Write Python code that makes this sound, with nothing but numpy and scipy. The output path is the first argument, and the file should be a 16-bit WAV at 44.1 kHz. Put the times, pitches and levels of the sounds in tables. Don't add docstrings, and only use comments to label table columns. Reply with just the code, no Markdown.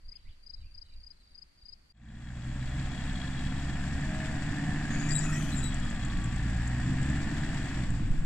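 import sys
import numpy as np
from scipy import signal
from scipy.fft import rfft, irfft
from scipy.io import wavfile
from scipy.ndimage import uniform_filter1d

SR = 44100
rng = np.random.default_rng(int(sys.argv[2]) if len(sys.argv) > 2 else 0)


def dump_mix(stems):
    frames = np.atleast_2d(stems).T
    limited = np.clip(frames, -1, 1)
    pcm = np.round(limited * 32767).astype(np.int16)
    wavfile.write(sys.argv[1], SR, pcm)


N = 363825
T = np.arange(N) / SR
HZ = np.maximum(np.arange(N // 2 + 1) * SR / N, 1)
MEADOW_END_S = 1.926

# frequency in Hz, left-right correlation.
MEADOW_CORRELATION = [(60, 0.98), (160, 0.89), (440, -0.47), (1190, -0.18), (3240, -0.13), (8770, 0.04)]
TRUCK_CORRELATION = [(60, 0.97), (160, 1), (440, 0.9), (1190, 1), (2000, 0.88), (3240, 0.12), (8770, 0.03)]


def from_db(db):
    return 10 ** (np.asarray(db) / 20)


def unit_rms(x):
    return x / np.sqrt(np.mean(x ** 2) + 1e-20)


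def in_time(rows):
    times_s, *columns = np.transpose(rows)
    return [np.interp(T, times_s, column) for column in columns]


def at_hz(rows, hz=HZ):
    rows = np.array(rows)
    return np.interp(np.log(hz), np.log(rows[:, 0]), rows[:, 1])


def bell(centre_s, width_s):
    return np.exp(-((T - centre_s) / width_s) ** 2)


def drift(rate_hz):
    pole = np.exp(-80 * np.pi * rate_hz / SR)
    slow = signal.lfilter([1], [1, -2 * pole, pole * pole], rng.standard_normal(N // 40 + 2002))[2000:]
    return np.interp(np.arange(N) / 40, np.arange(len(slow)), unit_rms(slow))


def smooth_noise(shape, samples, passes=1):
    noise = rng.standard_normal(shape)
    for _ in range(passes):
        noise = uniform_filter1d(noise, size=samples)
    return noise


def resonance(x, hz, *widths_hz):
    for width_hz in widths_hz:
        r = np.exp(-np.pi * width_hz / SR)
        gain = (1 - r * r) / 2
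        x = signal.lfilter([gain, 0, -gain], [1, -2 * r * np.cos(2 * np.pi * hz / SR), r * r], x)
    return x


def stereo_noise(spectrum, correlation, gate=1):
    mid, side = rfft(gate * rng.standard_normal((2, N))) * from_db(at_hz(spectrum))
    alike = np.clip(at_hz(correlation), -.99, .995)
    pair = irfft(np.sqrt(1 + alike) * mid + np.sqrt(1 - alike) * side * [[1], [-1]], N)
    return pair / np.std(pair.mean(0))


def note(start_s, length_s, hz, end_hz, db, rough, lean=0.54, arch=0., jitter=0.):
    u = np.arange(int(length_s * SR)) / (length_s * SR)
    wobble = 1 + rough * unit_rms(smooth_noise(len(u), 70, passes=2))
    pitch_hz = (hz + (end_hz - hz) * u) * (1 - arch * (2 * u - 1) ** 2)
    pitch_hz *= 1 + jitter * unit_rms(smooth_noise(len(u), 120))
    tone = np.sin(2 * np.pi * np.cumsum(pitch_hz) / SR + rng.uniform(0, 5.5))
    first = max(int(start_s * SR), 0)
    return slice(first, first + len(u)), from_db(db) * np.sin(np.pi * u ** lean) * wobble * tone


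def octave(tone, gain_db):
    return 2 * from_db(gain_db) * (tone ** 2 - uniform_filter1d(tone ** 2, size=18))


def slope_echo(x, samples, decay_s):
    response = rng.standard_normal((2, samples)) * np.exp(-np.arange(samples) / (decay_s * SR))
    return signal.fftconvolve(x[None], response)[:, :N]


def gust_gain(breeze_db):
    # centre in seconds, width in seconds, peak in dB.
    gusts = [(.08, 0.033, -49), (0.271, 0.042, -38), (.5, 0.074, -57), (0.633, 0.045, -38),
             (.8, 0.082, -51), (.99, 0.053, -48.5), (3.7, 0.35, -57.5), (4.6, 0.18, -44), (5.1, 0.14, -40),
             (5.6, 0.21, -39), (6.2, 0.073, -36), (7.0, 0.42, -44), (7.9, 0.29, -51), (8.22, 0.18, -29.5)]
    return from_db(breeze_db) + sum(from_db(db) * bell(s, width_s) for s, width_s, db in gusts)


def meadow_wind():
    # frequency in Hz, relative density in dB.
    spectrum = [(8, -17), (18, 13), (30, -6.5), (50, -0.5), (87, -10), (141, -33), (281, -60), (520, -74)]
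    return gust_gain(breeze_db=-59) * from_db(2.2 * drift(12)) * stereo_noise(spectrum, MEADOW_CORRELATION)


def still_air():
    # frequency in Hz, relative density in dB.
    spectrum = [(88, -9), (150, -3.5), (420, -14), (980, -17.5), (1920, -15), (3220, -20.5), (4100, -21.5),
                (4600, -7), (5300, -23.5), (9220, -28.5), (12000, -33.5), (16000, -50)]
    return from_db(-70.5) * stereo_noise(spectrum, MEADOW_CORRELATION)


def near_cricket():
    # last stroke of a chirp in seconds, base level in dB.
    chirps = [(0.16, -47.5), (0.5392, -45), (0.8194, -47.5), (1.1087, -49), (1.422, -48.5), (1.7286, -46.5),
              (2.009, -46)]
    # lead on the last stroke in seconds, gain in dB, octave relative to the stroke in dB.
    strokes = [(.108, -12, -15), (.074, -1.5, -36), (0.042, 2, -45), (0.0026, 2.5, -45)]
    out = np.zeros((2, N))
    for last_s, chirp_db in chirps:
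        for lead_s, gain_db, octave_db in strokes:
            s, db = last_s - lead_s, chirp_db + gain_db
            hz = 4972 - (db + 42.5) ** 2
            span, stroke = note(s - .007, .023, hz * .992, hz * 1.004, db, rough=.06, lean=1.3, arch=.05)
            out[:, span] += stroke * from_db([[4.5], [-11]]) + octave(stroke, octave_db - db)
            span, wing_flutter = note(s - .004, .02, hz * .97, hz * .93, db - 13, rough=.55)
            out[:, span] += wing_flutter
    return out


def far_crickets():
    # first chirp's end in seconds, period in seconds, pitch in Hz, level in dB,
    # swell in dB per second, left over right in dB.
    even_singers = [(.32, .346, 4640, -66.5, 4, 0.5), (0.175, .345, 4110, -72, -3.5, 11.5)]
    # last stroke in seconds, level in dB.
    deep_chirps = [(.33, -70), (.615, -66), (.94, -66), (1.34, -71), (1.725, -72)]
    chirps = [(s, hz, db + swell_db_per_s * s + rng.normal(0, 3.1), pan_db)
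              for first_s, period_s, hz, db, swell_db_per_s, pan_db in even_singers
              for s in np.arange(first_s, MEADOW_END_S + period_s, period_s)]
    chirps += [(s, 3930, db, 0) for s, db in deep_chirps]
    out = np.zeros((2, N))
    for last_s, hz, db, pan_db in chirps:
        for back in range(4):
            start_s, stroke_db = last_s - .014 - .0385 * back, db - .38 * back ** 2
            span, stroke = note(start_s, .0374, hz * 1.035, hz * .955, stroke_db, rough=.6, jitter=.008)
            if hz < 4300:
                stroke += octave(stroke, -14 - db)
            out[:, span] += stroke * from_db([[pan_db / 2], [-pan_db / 2]])
    return out


def bird():
    # start and length in seconds, start, turning and end pitch in Hz, level in dB.
    notes = [(0.107, 0.079, 2020, 3530, 2510, -69), (0.252, 0.064, 1990, 3550, 2680, -67),
             (0.605, 0.029, 3050, 2830, 2720, -69), (0.626, 0.062, 2390, 2720, 2610, -69.5),
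             (0.841, 0.08, 3060, 2860, 2800, -74), (0.91, 0.041, 2360, 2640, 2730, -73)]
    turn_share = .68
    song = np.zeros(N)
    for start_s, length_s, hz, turn_hz, end_hz, db in notes:
        u = np.clip((T - start_s) / length_s, 0, 1)
        early_hz = hz + (turn_hz - hz) * (u / turn_share) ** 2.2
        late_hz = np.interp(u, [turn_share, 1], [turn_hz, end_hz])
        phase = 2 * np.pi * np.cumsum(np.where(u < turn_share, early_hz, late_hz)) / SR
        song += from_db(db) * np.sin(np.pi * u) ** .11 * np.sin(phase)
    song *= 1 + .4 * unit_rms(smooth_noise(N, 150))
    return from_db([[-5], [1.5]]) * song + from_db(-31) * slope_echo(song, 6000, decay_s=.06)


def meadow():
    air = meadow_wind() + still_air()
    crickets = near_cricket() + far_crickets()
    echo = from_db([[-50], [-57]]) * slope_echo(crickets.mean(0), 8000, decay_s=.05)
    crickets[0] = np.roll(crickets[0], 25)
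    return (air + crickets + echo + bird()) * np.clip((MEADOW_END_S - T) / .0046, 0, 1)


def exhaust_dip_db():
    # centre in seconds, width in seconds, dip in dB.
    dips = [(3.2, 0.33, -4.5), (4.2, 0.46, -1.5), (5.9, 0.21, -8), (7.6, 0.27, -6), (8.2, 0.11, -6)]
    return sum(db * bell(s, width_s) for s, width_s, db in dips)


def exhaust(firing_hz, firings, rumble_db):
    # multiple of the firing rate, relative level in dB.
    uneven_orders = [(1.249, -27), (1.75, -24), (2.25, -16), (3.25, -21), (4, -11), (4.25, -16), (5, -20.5)]
    # time in seconds, rms levels in dB of orders 2.75, 3 and 3.75.
    upper_levels = [(2.2, -50, -54, -43), (2.7, -51, -54, -54), (3.1, -47, -53, -47), (3.9, -46, -49, -51),
                    (4.6, -52, -45, -45), (5.2, -55, -44, -46), (5.88, -53, -52, -43), (6.1, -50, -45, -55),
                    (6.5, -48, -44, -55), (7.3, -48, -46, -47), (8.1, -54, -52, -54)]
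    # frequency in Hz, rms level in dB before the dips.
    pipe_response = [(48, -44), (57, -34.5), (62, -36.5), (70, -36.5), (73, -42.5), (75.5, -62),
                     (100, -35.5), (118, -37.5), (128, -35), (138, -36.5), (146, -39.5), (152, -34)]

    def order(k, db, waver_db):
        amplitude = np.sqrt(2) * from_db(db + waver_db * drift(5))
        return amplitude * np.sin(2 * np.pi * k * firings + .25 * drift(3))

    dip_db = exhaust_dip_db()
    uneven = sum(order(k, rumble_db + db - 5 + dip_db / 2, waver_db=3) for k, db in uneven_orders)
    upper = sum(order(k, db, waver_db=2) for k, db in zip((2.75, 3, 3.75), in_time(upper_levels)))
    main = sum(order(k, at_hz(pipe_response, k * firing_hz) + dip_db, waver_db=1) for k in (1, 2))
    return uneven + upper + main


def rumble(level_db):
    # frequency in Hz, relative density in dB.
    spectrum = [(21, -21), (35, -5), (92, -0.5), (145, 1), (284, -6.5), (313, -10), (373, -22.5),
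                (435, -60.5), (480, -23), (620, -46.5), (1060, -120)]
    gain = from_db(level_db + .3 * exhaust_dip_db() + 1.28 * drift(6.2))
    return gain * stereo_noise(spectrum, TRUCK_CORRELATION)


def track_wind():
    # frequency in Hz, relative density in dB.
    spectrum = [(10, 0), (22, 0), (40, -4.5), (70, -30), (200, -75.5)]
    gain = gust_gain(breeze_db=-38) * from_db(1.3 * drift(2.2))
    return gain * stereo_noise(spectrum, TRUCK_CORRELATION)


def block_ring(knock, count):
    # frequency in Hz, width in Hz, gain in dB.
    modes = [(727.5, 27, -6.5), (776, 25, -5), (1581, 51, -11.5), (1660, 63, -1), (1755, 78, 1),
             (1856, 78, -3.5), (2010, 170, -16.5)]
    pulses = np.diff(count, prepend=0) * np.array([1, .6, .75, .55])[count % 4]
    drive = knock + from_db(17) * unit_rms(pulses)
    block = sum(from_db(db + 1.3 * drift(3.4)) * resonance(drive, hz, width_hz, 3 * width_hz)
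                for hz, width_hz, db in modes)
    sump = unit_rms(resonance(pulses, 657, 260, 260))
    return block + from_db(-17.5) * sump


def valve_ticks(count, strength):
    ticks = np.diff((count + 1) // 4, prepend=0)
    rattle = rng.random(N) < 90 / SR
    hits = strength * (ticks + .5 * rattle) + 1e-18
    ring = resonance(hits, 3328, 77.8, 340) + .41 * resonance(resonance(hits, 3440, 90), 3640, 500)
    ring += sum(.38 * resonance(hits, hz, 90, 300) for hz in (3850, 4320))
    return unit_rms(ring)


def diesel_clatter(firings, knock_db, ring_db, hiss_db, valve_db):
    # frequency in Hz, relative density in dB.
    knock_spectrum = [(240, -35), (400, -3), (439, -10.5), (620, -1), (722, 1.5), (833, -1.5), (1280, -3),
                      (1720, 3), (3000, -7), (3900, -36), (6600, -120)]
    hiss_spectrum = [(1530, -8.5), (2600, -4), (3060, -6.5), (3480, 2), (3640, -10), (3850, -0.5),
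                     (4160, -10), (4320, -3), (5200, -7), (5330, -7.5), (5520, -6), (6200, -12.5),
                     (6960, -3.5), (7660, -2.5), (8120, -5.5), (9300, -21), (10500, -32.5), (15500, -30)]
    count = firings.astype(int)
    strength = from_db(1.07 * rng.standard_normal(count[-1] + 1))[count]
    strength *= from_db(1.8 * (count % 4 == 0))
    bursts = .96 * strength * np.exp(-(firings % 1) / 1.15)
    knock = stereo_noise(knock_spectrum, TRUCK_CORRELATION, gate=1 + bursts)
    ring = from_db(ring_db) * block_ring(knock, count)
    valve = from_db(valve_db) * valve_ticks(count, strength)
    flicker = from_db(3.5 * np.clip(drift(36), -2, 2))
    hiss = stereo_noise(hiss_spectrum, TRUCK_CORRELATION, gate=1 + .5 * bursts * flicker)
    return from_db(knock_db) * knock + ring + valve + from_db(hiss_db) * hiss


def gear_whine(firings, high_db):
    # centre in seconds, width in seconds, tooth contacts per firing, peak in dB.
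    low_whines = [(3.3, .5, 11, -60), (3.85, .4, 10, -54), (4.75, .3, 9.75, -54), (5.95, .1, 9.5, -59)]
    whines = [(19.9, from_db(high_db))]
    whines += [(contacts, from_db(db) * bell(s, width_s)) for s, width_s, contacts, db in low_whines]
    return sum(gain * from_db(1.5 * drift(6)) * np.sin(2 * np.pi * contacts * (firings + .003 * drift(15)))
               for contacts, gain in whines)


def driveline_whine():
    # time in seconds, pitch in Hz, level in dB.
    course = [(2.1, 570, -72), (2.45, 589, -56), (2.8, 609, -60), (3, 620, -80), (3.8, 627, -72),
              (4.0, 630, -57), (4.2, 635, -45), (4.4, 641, -54), (4.5, 644, -64), (4.9, 648, -62),
              (5.2, 652, -54), (5.5, 636, -57), (5.7, 620, -78), (6.9, 620, -78), (7.1, 642, -57),
              (7.35, 678, -57), (7.6, 660, -55), (8.0, 615, -72)]
    hz, db = in_time(course)
    return from_db(db + drift(6)) * np.sin(2 * np.pi * np.cumsum(hz) / SR + .3 * drift(8))


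def suspension_scrape():
    # time in seconds, rubbing level in dB.
    rub_levels = [(4.6, -110), (4.85, -60), (5.0, -41.5), (5.15, -52), (5.3, -34), (5.45, -45), (5.62, -43),
                  (5.75, -58), (5.9, -110)]
    # frequency in Hz, width in Hz, gain in dB.
    modes = [(6820, 400, 0), (8100, 310, -3.5), (5150, 130, -4), (5320, 180, -4), (2510, 110, 10),
             (9360, 500, -8.5), (10200, 400, -13.5), (11700, 500, -21.5), (12700, 900, -21),
             (13800, 800, -27), (1307, 250, 6.5)]
    # time in seconds, pitch in Hz, level in dB.
    screech_course = [(4.86, 6600, -75), (4.92, 6650, -52), (5.05, 6900, -49.5), (5.12, 7250, -38),
                      (5.16, 7800, -42), (5.2, 7300, -42.5), (5.25, 7020, -48), (5.29, 7450, -55),
                      (5.36, 7520, -56), (5.41, 7600, -65), (5.51, 7700, -59), (5.58, 7500, -49),
                      (5.64, 7750, -50), (5.72, 7700, -69)]
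    rub = from_db(in_time(rub_levels)[0]) * rng.standard_normal(N)
    screech_hz, screech_db = in_time(screech_course)
    slips = smooth_noise((2, N), 55, passes=2)
    phase = 2 * np.pi * np.cumsum(screech_hz) / SR
    noise_band = unit_rms(slips[0] * np.sin(phase) + slips[1] * np.cos(phase))
    screech = from_db(screech_db + 4 * drift(30)) * noise_band
    return screech + sum(from_db(db + 3 * drift(18)) * resonance(rub, hz, width_hz, width_hz)
                         for hz, width_hz, db in modes)


def suspension_squeaks():
    # start and length in seconds, start and end pitch in Hz, base level in dB.
    squeaks = [(4.899, 0.39, 2250, 2460, -54), (5.058, 0.067, 3430, 3430, -43),
               (5.085, 0.06, 1880, 1950, -38), (5.105, 0.035, 4760, 4760, -38.5),
               (5.107, 0.066, 3730, 3950, -36.5), (5.149, 0.042, 3870, 3930, -26),
               (5.181, 0.044, 4880, 4600, -46), (5.182, 0.093, 3930, 3830, -38),
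               (5.204, 0.089, 1887, 1978, -40), (5.235, 0.04, 3530, 3470, -33),
               (5.258, 0.027, 2560, 2540, -53), (5.323, 0.078, 1875, 1965, -37.5),
               (5.327, 0.047, 3960, 3730, -55), (5.343, 0.24, 3080, 3020, -39),
               (5.517, 0.049, 4010, 4060, -33.5), (5.556, 0.06, 3750, 3680, -35.5),
               (5.579, 0.047, 3540, 3530, -38), (5.624, 0.088, 3940, 3880, -31)]
    # frequency in Hz, gain in dB.
    spring_response = [(1900, -4.5), (2550, 10), (3550, -32), (4000, -11), (4750, 2), (5100, -6),
                       (5750, -12), (7000, -9.5), (7800, -3.5), (8100, -23), (9400, -16.5), (11700, -34.5),
                       (12400, -23), (14500, -40), (16000, -55)]
    out = np.zeros(N)
    for start_s, length_s, hz, end_hz, db in squeaks:
        for k in (1, 2, 3, 4):
            level_db = db + at_hz(spring_response, k * hz)
            span, tone = note(start_s, length_s, k * hz, k * end_hz, level_db, rough=.6, jitter=.0033 * k)
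            out[span] += tone
    return out


def twig_snaps():
    # start in seconds, relative level in dB.
    snaps = [(5.641, -36), (5.743, -36.5), (5.7994, -45), (5.852, -43), (5.901, -40), (6.0496, -38.5),
             (6.2405, -36.5), (6.3232, -41), (6.361, -43), (6.6753, -38.5), (7.0276, -40), (7.099, -40),
             (7.903, -42.5)]
    decay_s, band_makeup_db = .0041, 12
    clicks = np.zeros(N)
    for start_s, db in snaps:
        clicks[int(start_s * SR)] = from_db(db + band_makeup_db)
    envelope = signal.lfilter([1], [1, -np.exp(-1 / (decay_s * SR))], clicks + 1e-18)
    bursts = envelope * rng.standard_normal(N)
    bright = resonance(resonance(bursts, 7500, 1500, 1500), 7200, 2200)
    return bright + from_db(-28) * resonance(bursts, 5000, 2500, 2500)


def truck():
    # time in seconds, firing rate in Hz.
    engine_speed = [(1.93, 57), (2.3, 60.5), (2.9, 66.5), (3.5, 68.6), (4.0, 71.6), (4.5, 73.7),
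                    (5.0, 75.5), (5.3, 76), (5.45, 74.5), (5.6, 69), (5.8, 64), (5.93, 60.5), (6.04, 56.3),
                    (6.5, 58.9), (6.75, 60.8), (6.9, 64), (7.14, 70.5), (7.35, 73.8), (7.5, 73.5),
                    (7.7, 69.5), (8, 52), (8.25, 44)]
    # time in seconds, knock level in dB, block ring gain in dB.
    engine_load = [(1.93, -49.5, -50), (2.8, -47.5, -52.5), (3.6, -47, -52), (4.2, -45.5, -46.5),
                   (4.6, -45.5, -43.5), (4.95, -45, -42), (5.3, -46.5, -52.5), (5.6, -46, -53.5),
                   (6.2, -47.5, -51.5), (6.8, -46.5, -45.5), (7.3, -45, -47), (7.8, -45.5, -50),
                   (7.87, -48.5, -65), (8.25, -54, -64)]
    # time in seconds, high whine level in dB, valve tick level in dB.
    whine_and_valve = [(1.93, -66, -56), (2.6, -72, -60), (3.15, -66, -51), (3.5, -58, -55),
                       (3.9, -63, -66), (4.3, -57, -69.5), (4.7, -66, -66), (5.3, -68, -60),
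                       (5.7, -57, -56.5), (6.1, -53.5, -56), (6.47, -56, -66), (6.56, -72, -75),
                       (6.9, -58, -61), (7.05, -68, -68), (7.4, -63, -59), (7.7, -70, -60),
                       (8.25, -76, -102)]
    # frequency in Hz, left over right in dB.
    left_balance = [(200, 0), (410, -1.5), (600, 4.5), (1000, 1.5), (1890, -3), (2780, 8), (4070, 7),
                    (5980, 22.5), (8500, 19), (10500, 1.5)]
    # frequency in Hz, phase lead of the left in radians.
    left_lead = [(100, 0), (520, 0.44), (860, 0.5), (1890, 0.39), (2150, 1.5), (2580, 0.97), (3100, -0.3),
                 (3960, 1.5), (4310, 4), (5600, -1), (6720, 7), (7490, 8), (8350, 3), (8960, 9), (12000, 8)]
    mean_load_db, rumble_rise_db_per_s, fade_in_s = -47.5, .74, .99
    firing_hz = uniform_filter1d(in_time(engine_speed)[0], size=4000)
    firings = np.cumsum(firing_hz) / SR
    knock_db, ring_db = in_time(engine_load)
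    whine_db, valve_db = in_time(whine_and_valve)
    swing_db = knock_db - mean_load_db
    rumble_db = -39 + .55 * swing_db + rumble_rise_db_per_s * (T - MEADOW_END_S)
    hiss_db = -53.5 + .99 * swing_db
    mono = gear_whine(firings, whine_db) + driveline_whine() + exhaust(firing_hz, firings, rumble_db)
    mono += suspension_squeaks() + suspension_scrape() + twig_snaps()
    wide = rumble(rumble_db) + track_wind() + diesel_clatter(firings, knock_db, ring_db, hiss_db, valve_db)
    left = from_db(at_hz(left_balance))
    ears = np.array([left * np.exp(1j * at_hz(left_lead)), np.ones_like(left)])
    ears *= np.sqrt(2 / (1 + left ** 2))
    return irfft(rfft(mono + wide) * ears, N) * np.clip((T - MEADOW_END_S) / fade_in_s, 0, 1)


def scene():
    return meadow() + truck()


def record(dry):
    return signal.sosfilt(signal.cheby2(12, 70, 16000, fs=SR, output="sos"), dry)


dry = scene()
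out = record(dry)
dump_mix(out)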